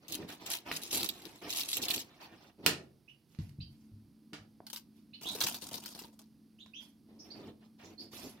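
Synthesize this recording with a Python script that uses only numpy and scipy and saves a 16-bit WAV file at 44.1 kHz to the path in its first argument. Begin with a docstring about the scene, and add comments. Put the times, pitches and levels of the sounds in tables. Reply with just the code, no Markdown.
"""Spinach and onion in a metal pot

Kitchen, microphone close to the pot. A spoon pushes wet spinach around meat and is put down with a clack.
After a few dull bumps, chopped onion tumbles from a plate onto the leaves and the plate is slid away.
Leaves, friction and onion are filtered random clicks; knocks and bumps are bursts and decaying tones.
A small bird chirps nearby as gliding tones, the room answers briefly, and a faint low drone swells up."""
import sys
import numpy as np
from scipy import signal
from scipy.fft import rfft, irfft
from scipy.io import wavfile
from scipy.ndimage import uniform_filter1d

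SR = 44100
rng = np.random.default_rng(int(sys.argv[2]) if len(sys.argv) > 2 else 0)


def put_to_file(sound):
    """Save the sound as 16-bit audio at rate SR, in the file named by the first command-line argument."""
    columns = np.atleast_2d(sound).T  # one column per channel
    safe = np.clip(columns, -1, 1)
    whole_steps = np.round(safe * 32767)
    wavfile.write(sys.argv[1], SR, whole_steps.astype(np.int16))


N = 370440
T = np.arange(N) / SR  # seconds

# Room air at the microphone. Each row: frequency in Hz, relative level in dB.
AIR_SPECTRUM = [(15, -58), (25, -22), (161, -8.5), (212, -19), (335, -14.5), (439, -23.5), (624, -32.5),
                (677, -29.5), (1740, -38), (3920, -37), (4610, -32.5), (7510, -46), (9840, -37.5),
                (14000, -41.5), (16000, -45.5)]
AIR_DB = -70
# Noise that flutters around the drone. Each row: frequency in Hz, relative level in dB.
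FLUTTER_SPECTRUM = [(60, -33), (150, -11), (220, 1.5), (300, -1), (370, -19.5), (520, -30), (1500, -62.5)]
# The low drone is faint at first, then swells and holds.
DRONE_HZ, DRONE_FAINT_DB, DRONE_DB, DRONE_STARTS_S, DRONE_SWELL_S = 219, -72.5, -60.5, 3.28, 0.35

# Decay of the small hard kitchen. Each row: frequency in Hz, t60 in seconds.
KITCHEN_DECAY = [(100, .6), (350, .55), (1000, .32), (2500, 0.25), (6000, 0.23), (15000, 0.13)]

# Friction shaking pot and worktop. Each row: frequency in Hz, relative level in dB.
DRAG_BODY_SPECTRUM = [(30, -18), (70, -11.5), (150, -9), (300, 2), (450, -7.5), (700, -16.5), (1200, -29.5),
                      (3000, -62)]
# Rough contact. Each row: frequency in Hz, relative level in dB.
DRAG_GRIT_SPECTRUM = [(250, -19), (600, 2), (900, 4), (1500, -5), (2600, -4.5), (5000, -6.5), (7500, -20),
                      (15000, -18)]
# Pushes of the spoon, later of the plate.
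# Each row: start in seconds, length in seconds, body level in dB, grit level in dB.
FIRM_PUSHES = [(0.08, 0.15, -50.5, -57), (0.18, 0.066, -43, -56), (0.27, 0.063, -55, -51),
               (0.39, 0.062, -54.5, -53), (0.45, .1, -55.5, -48), (0.65, .075, -49.5, -45.5),
               (0.915, 0.13, -43, -45.5), (1.235, 0.036, -49.5, -75), (1.41, .075, -48, -47.5),
               (1.5, 0.14, -71, -53), (1.75, 0.089, -46, -52), (1.84, 0.098, -51, -47),
               (1.945, 0.028, -42.5, -51), (2.195, 0.061, -60, -52), (2.305, .045, -54.5, -63.5),
               (2.4, 0.099, -66, -64), (2.575, 0.063, -51, -70.5), (2.625, 0.035, -44, -53.5),
               (7.07, 0.19, -58.5, -74.5), (7.235, 0.16, -57.5, -66), (7.34, 0.14, -49.5, -60),
               (7.455, 0.044, -47.5, -60.5), (7.6, .06, -69, -69), (7.78, 0.09, -74, -59.5),
               (7.825, 0.11, -52.5, -61), (7.98, 0.093, -55, -71), (8.11, 0.22, -56.5, -70),
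               (8.22, 0.051, -45.5, -60), (8.3, 0.1, -64, -66.5)]
PUSH_ATTACK_S, PUSH_SAG_DB_PER_S, PUSH_T60_S = .025, 23.5, 0.094
# Between pushes the spoon keeps sliding on the leaves.
# Each row: start in seconds, length in seconds, body level in dB, grit level in dB.
LIGHT_SLIDES = [(0.0, 0.78, -62.5, -64.5), (0.74, 0.62, -57, -58), (1.42, .62, -57.5, -59),
                (2.05, .4, -67, -65)]
SLIDE_ATTACK_S, SLIDE_SAG_DB_PER_S, SLIDE_T60_S = 0.044, 6.5, 0.21

# Wet leaves. Each row: frequency in Hz, relative level in dB.
LEAF_SPECTRUM = [(590, -38), (1000, -20.5), (1790, -20), (2710, -2.5), (2940, -4.5), (3980, -0.5),
                 (6780, -5), (8260, -6.5), (8960, -12), (9940, -4.5), (13900, -5), (16000, -11)]
# The spoon crushes a bunch of leaves. Each row: start in seconds, length in seconds, level in dB.
LEAF_CRUSHES = [(0.081, 0.014, -46), (0.116, 0.023, -36.5), (0.275, 0.071, -51.5), (0.455, 0.021, -39.5),
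                (0.497, 0.059, -35), (0.71, 0.068, -43), (0.81, 0.12, -48), (0.9, .15, -35.5),
                (1.06, 0.054, -49), (1.12, 0.18, -56), (1.3, 0.21, -62), (1.48, 0.18, -40.5),
                (1.548, 0.049, -30.5), (1.672, 0.044, -38), (1.724, 0.044, -32.5), (1.815, 0.021, -32),
                (1.884, 0.032, -33), (1.932, 0.017, -34.5), (1.985, 0.0079, -36.5)]
CRUSH_ATTACK_S, CRUSH_SAG_DB_PER_S, CRUSH_T60_S = 0.018, 17.5, 0.12
# Stems that snap. Each row: start in seconds, peak in dB before panning, ring in Hz,
# ring strength as a ratio, left minus right in dB.
STEM_SNAPS = [(0.0823, -33, 4900, 0.11, 6), (0.1225, -23.5, 4500, .1, -11), (0.1515, -22, 3230, 0.26, 3),
              (0.4609, -29.5, 2770, 0.54, 10), (0.5021, -23.5, 4450, .1, 1), (0.8345, -23.5, 4300, .1, 5.5),
              (1.031, -16, 4260, 0.26, -1), (1.0444, -18, 2591, .15, -8), (1.0893, -19, 4230, 1.4, -4.5),
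              (1.2537, -29, 6260, .5, 8), (1.5643, -33, 5547, .2, -4), (1.7303, -17.5, 4360, 0.54, 0),
              (1.7695, -16.5, 3400, .8, -4), (1.8835, -18.5, 4740, .3, 0), (1.9075, -15.5, 4500, .6, -4),
              (1.9395, -18.5, 2940, .5, 1), (1.9793, -22.5, 4540, 0.49, 1)]

# Hard knocks of spoon and plate. Each row: start in seconds, level in dB, contact cut-off in Hz,
# room level in dB, left minus right in dB.
HARD_KNOCKS = [(0.715, -2.5, 2670, -7, 0), (2.6631, 7.5, 11750, -2.5, -7.5), (3.349, -34, 4770, -3, -24),
               (3.388, -28, 5400, 2, -14.5), (3.494, -37.5, 11000, -5, -15.5),
               (4.333, -18.5, 5740, 4.5, -7.5), (6.662, -32.5, 5350, -4.5, -2)]
# Clack of the contact. Each row: frequency in Hz, relative level in dB.
CLACK_SPECTRUM = [(60, -20), (150, -3), (300, -3), (600, -9), (1100, -9.5), (2000, -4), (2900, -7.5),
                  (4200, -1.5), (7000, -8.5), (11000, -9.5), (16000, -1.5)]
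# Ringing modes of the metal. Each row: frequency in Hz, relative level in dB.
METAL_MODES = [(161.5, -49.5), (290.7, -49.5), (452.2, -53), (969.0, -61), (1453, -54.5), (1642, -60),
               (1949, -59), (2277, -60), (2929, -54.5), (3133, -59.5), (3305, -59.5), (3639, -65),
               (3946, -58.5), (4430, -60.5), (5356, -63), (6029, -61.5), (6137, -65.5), (6934, -69.5)]
METAL_T60_S = 0.26  # at 1 kHz; higher modes die sooner

# Damped bumps, taps and soft landings.
# Each row: start in seconds, level in dB, main pitch in Hz, t60 in seconds.
SOFT_BUMPS = [(2.69, -48, 136.3, 0.72), (3.388, -23.5, 148.3, 0.078), (3.412, -36.5, 110.6, 0.16),
              (3.586, -32, 129.9, 0.14), (3.619, -36, 78, 0.082), (3.915, -46.5, 103.6, 0.33),
              (4.327, -42.5, 303, .1), (4.391, -51, 107.6, 0.23), (4.604, -32.5, 667, 0.0093),
              (4.733, -43, 910, 0.02), (5.351, -32.5, 440, 0.045), (5.712, -49, 570, 0.036),
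              (5.746, -40, 453, 0.029), (6.66, -59, 1040, 0.044)]

# Bird chirps. Each row: start in seconds, length in seconds, start pitch in Hz, end pitch in Hz,
# level in dB at the bird, second voice as a ratio of the first, second voice in dB against the first.
BIRD_CHIRPS = [(3.077, 0.027, 2350, 2940, -43, 1.97, -20), (3.602, 0.025, 2400, 3173, -43, 1.485, 6.5),
               (5.132, 0.024, 2490, 3097, -40.5, 1.42, 2.5), (5.243, 0.064, 2714, 3950, -26, 2.4, -38),
               (6.586, 0.04, 2615, 3825, -41, 1.9, -21), (6.734, 0.055, 2440, 3397, -33.5, 1.84, -16.5),
               (7.188, 0.029, 4850, 5550, -39, 1.12, -16), (7.302, 0.025, 4000, 4670, -35.5, 1.12, -11),
               (7.837, 0.025, 5240, 5970, -49.5, 1.17, 0), (7.978, 0.035, 4330, 4600, -34.5, 1.1, -5.5)]
# How early the glide flattens, waver as a share of the pitch, rasp in dB.
CHIRP_BEND, CHIRP_WAVER, CHIRP_RASP_DB = 2.8, 0.047, -17

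# Soft rustles of handling. Each row: start in seconds, length in seconds, level in dB.
HANDLING = [(3.28, 0.055, -68), (3.39, .08, -63.5), (3.68, 0.33, -72), (4.93, .06, -70.5),
            (6.79, 0.042, -57), (7.18, 0.14, -69), (7.82, 0.046, -67), (7.98, 0.051, -60),
            (8.11, 0.18, -45.5)]
RUSTLE_ATTACK_S, RUSTLE_SAG_DB_PER_S, RUSTLE_T60_S = 0.047, 52.5, 0.32
# Dry friction. Each row: frequency in Hz, relative level in dB.
RUSTLE_SPECTRUM = [(880, -3), (1500, -9), (4690, -2), (5070, -1), (8740, -11.5), (9850, -4.5), (13700, -5),
                   (16000, -17)]

# Crisp onion. Each row: frequency in Hz, relative level in dB.
ONION_SPECTRUM = [(530, -27.5), (900, -4), (1170, -9.5), (1620, -8.5), (1900, -12), (3640, -1.5), (5160, 2),
                  (7580, -6.5), (14400, -3), (16000, -11.5)]
# Onion thudding on the leaves. Each row: frequency in Hz, relative level in dB.
THUD_SPECTRUM = [(40, -12.5), (120, -4.5), (280, 4.5), (450, -6), (700, -4.5), (950, -3), (1400, -19),
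                 (3000, -21.5)]
# Single pieces landing. Each row: start in seconds, peak in dB before panning, ring in Hz,
# ring strength as a ratio, left minus right in dB.
ONION_PIECES = [(4.667, -33, 4660, 0.36, 0), (4.7004, -33, 4000, 0.18, 0), (4.7305, -27.5, 3820, .2, 8),
                (4.743, -34, 3930, .2, -4), (4.7606, -27, 5270, 0.16, 1), (4.7704, -32, 3370, .2, 2),
                (5.2325, -32.5, 3020, .1, 2), (5.3517, -29, 5840, .1, 0), (5.412, -17, 3770, .8, -4.5),
                (5.4665, -23, 5200, .1, 7), (5.544, -25.5, 4660, .2, 2), (5.6211, -32, 4200, .3, 9),
                (5.671, -49, 6030, .1, -3), (5.7408, -25.5, 4300, 0.37, 5), (5.859, -27.5, 5600, .2, 4),
                (5.95, -39.5, 5090, .1, 1), (5.9908, -33.5, 3660, .2, 2)]
# Clumps of onion slide off the plate and tumble in.
# Each row: start in seconds, length in seconds, patter level in dB, thud level in dB.
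ONION_CLUMPS = [(5.21, 0.041, -52, -56.5), (5.255, 0.19, -46.5, -48), (5.404, 0.084, -33, -48),
                (5.51, 0.057, -49.5, -51), (5.612, 0.078, -49, -54), (5.71, 0.071, -47, -50),
                (5.82, .1, -50.5, -56.5), (5.945, 0.11, -55.5, -53), (6.125, 0.013, -72, -64.5),
                (6.19, 0.0058, -56, -58)]
CLUMP_ATTACK_S, CLUMP_SAG_DB_PER_S, CLUMP_T60_S = 0.0027, 12.5, 0.17

TOP_HZ = 15900  # upper limit of the recorder


def undb(db):
    """Decibels to gain."""
    return 10 ** (np.asarray(db) / 20)


def unit(response):
    """Scale a response so that it passes noise at the same power."""
    return response / np.sqrt(np.sum(response ** 2, axis=-1, keepdims=True))


def pan(db):
    """Left and right gains for a level difference, left minus right."""
    gains = undb(np.vstack([db, -db]) / 2)
    return gains / np.sqrt(np.mean(gains ** 2, axis=0))


def fade(t, t60):
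    """Exponential decay, 60 dB down after t60."""
    return np.exp(-np.log(1000) * t / t60)


def convolve(x, response):
    """Filter mono or stereo sound, keeping its length."""
    return signal.fftconvolve(np.atleast_2d(x), np.atleast_2d(response), axes=1)[:, :x.shape[-1]]


def colour(x, points, size=4096):
    """Causal filter through (Hz, dB) points that keeps the power of white noise."""
    hz, db = np.transpose(points)
    log_hz = np.log(np.fft.rfftfreq(size, 1 / SR) + 1)
    gain = undb(np.interp(log_hz, np.log(hz), db))
    # folding the cepstrum makes the filter minimum phase
    cepstrum = irfft(np.log(gain))
    cepstrum[1:size // 2] *= 2
    cepstrum[size // 2:] = 0
    return convolve(x, unit(irfft(np.exp(rfft(cepstrum)))))


def add(out, s, sound):
    """Mix a sound in at a time in seconds."""
    start = int(s * SR)
    out[:, start:start + sound.shape[-1]] += sound[..., :N - start]


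def efforts(table, column, attack_s, sag_db_per_s, release_t60):
    """Gain of a series of (start, length, ..) gestures: each rises, sags, then dies away faster."""
    power = np.zeros(N)
    for row in table:
        start, length = row[:2]
        t = T[:int((length + release_t60) * SR)]
        held = undb(row[column] - sag_db_per_s * t) * np.minimum(t / attack_s, 1)
        release = fade(np.maximum(t - length, 0), release_t60)
        add(power[None], start, (held * release) ** 2)
    return np.sqrt(power)


def grains(rate, spread_db):
    """Random clicks at a rate per second, of spread sizes, with the power evened out over time."""
    sizes = undb(spread_db * np.minimum(rng.exponential(size=N), 4))
    clicks = (rng.random(N) < rate / SR) * sizes * rng.choice([-1, 1], N)
    return clicks / np.sqrt(uniform_filter1d(clicks ** 2, SR // 30) + 1e-3)


def widen(x, second_db):
    """Two unrelated signals: the first alike in both channels, the second stronger on the right."""
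    return unit(np.array([1, undb(second_db)])) * np.array([[1, -0.63], [1, -1.5]]) @ x


def diffuse(length):
    """Stereo noise of sound from all sides: long waves reach both channels alike."""
    mid, side = rng.standard_normal((2, length))
    side = signal.sosfilt(signal.butter(1, 900, "high", fs=SR, output="sos"), side)
    return np.array([mid + side, mid - side])


def pot_echo(ring_hz, ring_share, direct_share=0.67, wall_t60=0.035):
    """A click from one spot in the pot: the piece rings for a few cycles and the wall scatters it."""
    t = T[:SR // 20]
    ring = unit(np.sin(2 * np.pi * ring_hz * t) * fade(t, .002))
    walls = unit(diffuse(len(t)) * fade(t, wall_t60))
    # the direct sound arrives at each side up to 13 samples late
    walls[[0, 1], rng.integers(0, 14, 2)] += direct_share
    return unit(convolve((t == 0) + ring_share * ring, walls))


def scatter(clicks, patchy_db=-0.5, count=10):
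    """Clicks come in short runs, each from one spot in the pot with its own ring and varying strength."""
    run = np.cumsum(rng.random(N) < 90 / SR).astype(int)
    spot = rng.integers(0, count, N)[run]
    uneven = clicks * undb(patchy_db * rng.standard_normal(N))[run]
    rings_hz = np.geomspace(2700, 14000, count)
    return sum(convolve(uneven * (spot == k), pot_echo(hz, ring_share=.42)) for k, hz in enumerate(rings_hz))


def cracks(table, spectrum, tear_t60, crumble_t60, crumble_db):
    """Each break is a brief dense tear and a short run of smaller clicks."""
    out, t = np.zeros((2, N)), T[:SR // 8]
    for s, db, hz, ring, pan_db in table:
        tear = unit(rng.standard_normal(len(t)) * fade(t, tear_t60))
        sparse = rng.standard_normal(len(t)) * (rng.random(len(t)) < 1500 / SR)
        crumble = unit(sparse * fade(t, crumble_t60))
        sound = colour(convolve(tear + undb(crumble_db) * crumble, pot_echo(hz, ring)), spectrum)
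        add(out, s, sound / np.abs(sound).max() * undb(db) * pan(pan_db))
    return out


def kitchen(x):
    """Diffuse tail of a small hard room; the bass stays longest."""
    t = T[:int(SR * .7)]
    hz, t60 = np.transpose(KITCHEN_DECAY)
    noise = rfft(diffuse(len(t)))
    log_hz = np.log(np.fft.rfftfreq(len(t), 1 / SR) + 1)
    tail = 0
    for band, decay in zip(np.eye(len(hz)), t60):
        band_gain = np.interp(log_hz, np.log(hz), band)
        tail = tail + irfft(noise * band_gain, len(t)) * fade(t, decay)
    return convolve(x, unit(tail * (1 - np.exp(-t / 0.0029))))


def background():
    """Quiet room air and a steady low tone inside a band of fluttering noise."""
    air = colour(widen(rng.standard_normal((2, N)), second_db=4.5), AIR_SPECTRUM) * undb(AIR_DB)
    tone = np.sin(2 * np.pi * DRONE_HZ * T)
    flutter = colour(widen(rng.standard_normal((2, N)), second_db=-11.5), FLUTTER_SPECTRUM)
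    drone = tone + .6 * flutter
    drone_db = np.interp(T - DRONE_STARTS_S, [0, DRONE_SWELL_S], [DRONE_FAINT_DB, DRONE_DB])
    return air + drone * undb(drone_db)


def dragging(column):
    """Strength of the friction: firm pushes over light sliding."""
    pushes = efforts(FIRM_PUSHES, column, PUSH_ATTACK_S, PUSH_SAG_DB_PER_S, PUSH_T60_S)
    slides = efforts(LIGHT_SLIDES, column, SLIDE_ATTACK_S, SLIDE_SAG_DB_PER_S, SLIDE_T60_S)
    return np.hypot(pushes, slides)


def drags():
    """Stick and slip shakes the pot and the worktop; rough contact adds grit."""
    slips = np.array([grains(rate=700, spread_db=0.5) for _ in range(2)])
    body = colour(widen(slips, second_db=-7.5), DRAG_BODY_SPECTRUM)
    grit = colour(scatter(grains(rate=3800, spread_db=1.5)), DRAG_GRIT_SPECTRUM)
    return body * dragging(2) + grit * dragging(3) * pan(-2.5)


def spinach():
    """Wet leaves crackle under the spoon and stems snap."""
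    tearing = scatter(grains(rate=1400, spread_db=5.0), patchy_db=2.6)
    crush_gain = efforts(LEAF_CRUSHES, 2, CRUSH_ATTACK_S, CRUSH_SAG_DB_PER_S, CRUSH_T60_S)
    crush = colour(tearing, LEAF_SPECTRUM) * crush_gain
    snaps = cracks(STEM_SNAPS, LEAF_SPECTRUM, tear_t60=.004, crumble_t60=.04, crumble_db=-8)
    return crush + snaps


def knocks():
    """A hard contact buzzes and chatters for a few milliseconds, rings the metal and wakes the room."""
    out, t = np.zeros((2, N)), T[:SR]
    ring = 0
    for hz, db in METAL_MODES:
        mode_t60 = METAL_T60_S * (hz / 1000) ** -.1
        ring = ring + undb(db) * np.sin(2 * np.pi * hz * t) * fade(t, mode_t60)
    ring = unit(ring)
    buzz = unit(np.sin(2 * np.pi * 2850 * t) * fade(t, 0.0066))
    for s, db, contact_hz, room_db, pan_db in HARD_KNOCKS:
        chatter = unit(diffuse(len(t)) * fade(t, 0.022))
        hit = colour(.9 * (t == 0) + .35 * buzz + 1.1 * chatter, CLACK_SPECTRUM)
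        tail = undb(room_db) * (kitchen(hit) + undb(-7.5) * ring)
        sound = hit * pan(pan_db) + tail * pan(pan_db / 3)
        # a softer contact has a lower cut-off
        contact = signal.butter(2, contact_hz, fs=SR, output="sos")
        add(out, s, signal.sosfilt(contact, sound) * undb(db))
    return out


def bumps():
    """Soft blows set off a few quickly damped modes, mostly low."""
    out, t = np.zeros((2, N)), T[:SR // 2]
    modes = [(.62, 0.6), (1, 1), (1.33, .35), (2.1, 0.13)]  # ratio to the main pitch, gain
    for s, db, hz, t60 in SOFT_BUMPS:
        swing = sum(gain * np.sin(2 * np.pi * hz * ratio * t) for ratio, gain in modes)
        soft_start = 1 - np.exp(-2 * hz * t)
        add(out, s, undb(db) * swing * fade(t, t60) * soft_start)
    return out


def bird():
    """Short, rough, rising chirps with two voices of the syrinx, heard mostly by way of the walls."""
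    out = np.zeros((1, N))
    for s, length, start_hz, end_hz, db, ratio, second_db in BIRD_CHIRPS:
        u = np.linspace(0, 1, int(length * SR))  # progress through the chirp
        knots = np.linspace(0, 1, 60)
        waver, rasp = (np.interp(u, knots, row) for row in rng.standard_normal((2, 60)))
        glide_hz = end_hz - (end_hz - start_hz) * (1 - u) ** CHIRP_BEND
        phase = 2 * np.pi * np.cumsum(glide_hz * (1 + CHIRP_WAVER * waver)) / SR
        swell = np.sqrt(np.abs(np.sin(np.pi * u))) * (1 + undb(CHIRP_RASP_DB) * rasp)
        voices = np.sin(phase) + undb(second_db) * np.sin(ratio * phase)
        add(out, s, undb(db) * swell * voices)
    near_walls = unit(diffuse(SR // 20) * fade(T[:SR // 20], .04))
    heard = 0.075 * out + 0.2 * convolve(out, near_walls) + 0.3 * kitchen(out)
    return heard * pan(-6.0)


def rustles():
    """Fine dry friction as things are handled beside the pot."""
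    gain = efforts(HANDLING, 2, RUSTLE_ATTACK_S, RUSTLE_SAG_DB_PER_S, RUSTLE_T60_S)
    friction = scatter(grains(rate=4700, spread_db=1.0), patchy_db=-1.5)
    return colour(friction, RUSTLE_SPECTRUM) * gain * pan(-5.0)


def onions():
    """Crisp pieces patter on each other and thud on the leaves."""
    patter_gain = efforts(ONION_CLUMPS, 2, CLUMP_ATTACK_S, CLUMP_SAG_DB_PER_S, CLUMP_T60_S)
    thud_gain = efforts(ONION_CLUMPS, 3, CLUMP_ATTACK_S, CLUMP_SAG_DB_PER_S, CLUMP_T60_S)
    patter = colour(scatter(grains(rate=790, spread_db=5.0)), ONION_SPECTRUM) * patter_gain
    thuds = colour(scatter(grains(rate=300, spread_db=-2)), THUD_SPECTRUM) * thud_gain
    pieces = cracks(ONION_PIECES, ONION_SPECTRUM, tear_t60=0.0094, crumble_t60=0.1, crumble_db=0)
    return patter + thuds + pieces


def scene():
    """Sounds in the pot are close and dry; those beside it carry more of the room."""
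    close = spinach() + onions()
    beside = drags() + rustles() + bumps()
    room = kitchen(undb(-19) * close + undb(-11) * beside)
    return close + beside + room + knocks() + bird() + background()


def record(dry):
    """The microphone thins the deep bass; the recorder clips at full scale and cuts the highest treble."""
    thin = signal.sosfilt(signal.butter(2, 45, "high", fs=SR, output="sos"), dry)
    top_cut = signal.ellip(10, .2, 70, TOP_HZ, fs=SR, output="sos")
    return signal.sosfilt(top_cut, np.clip(thin, -1, 1))


dry = scene()
out = record(dry)
put_to_file(out)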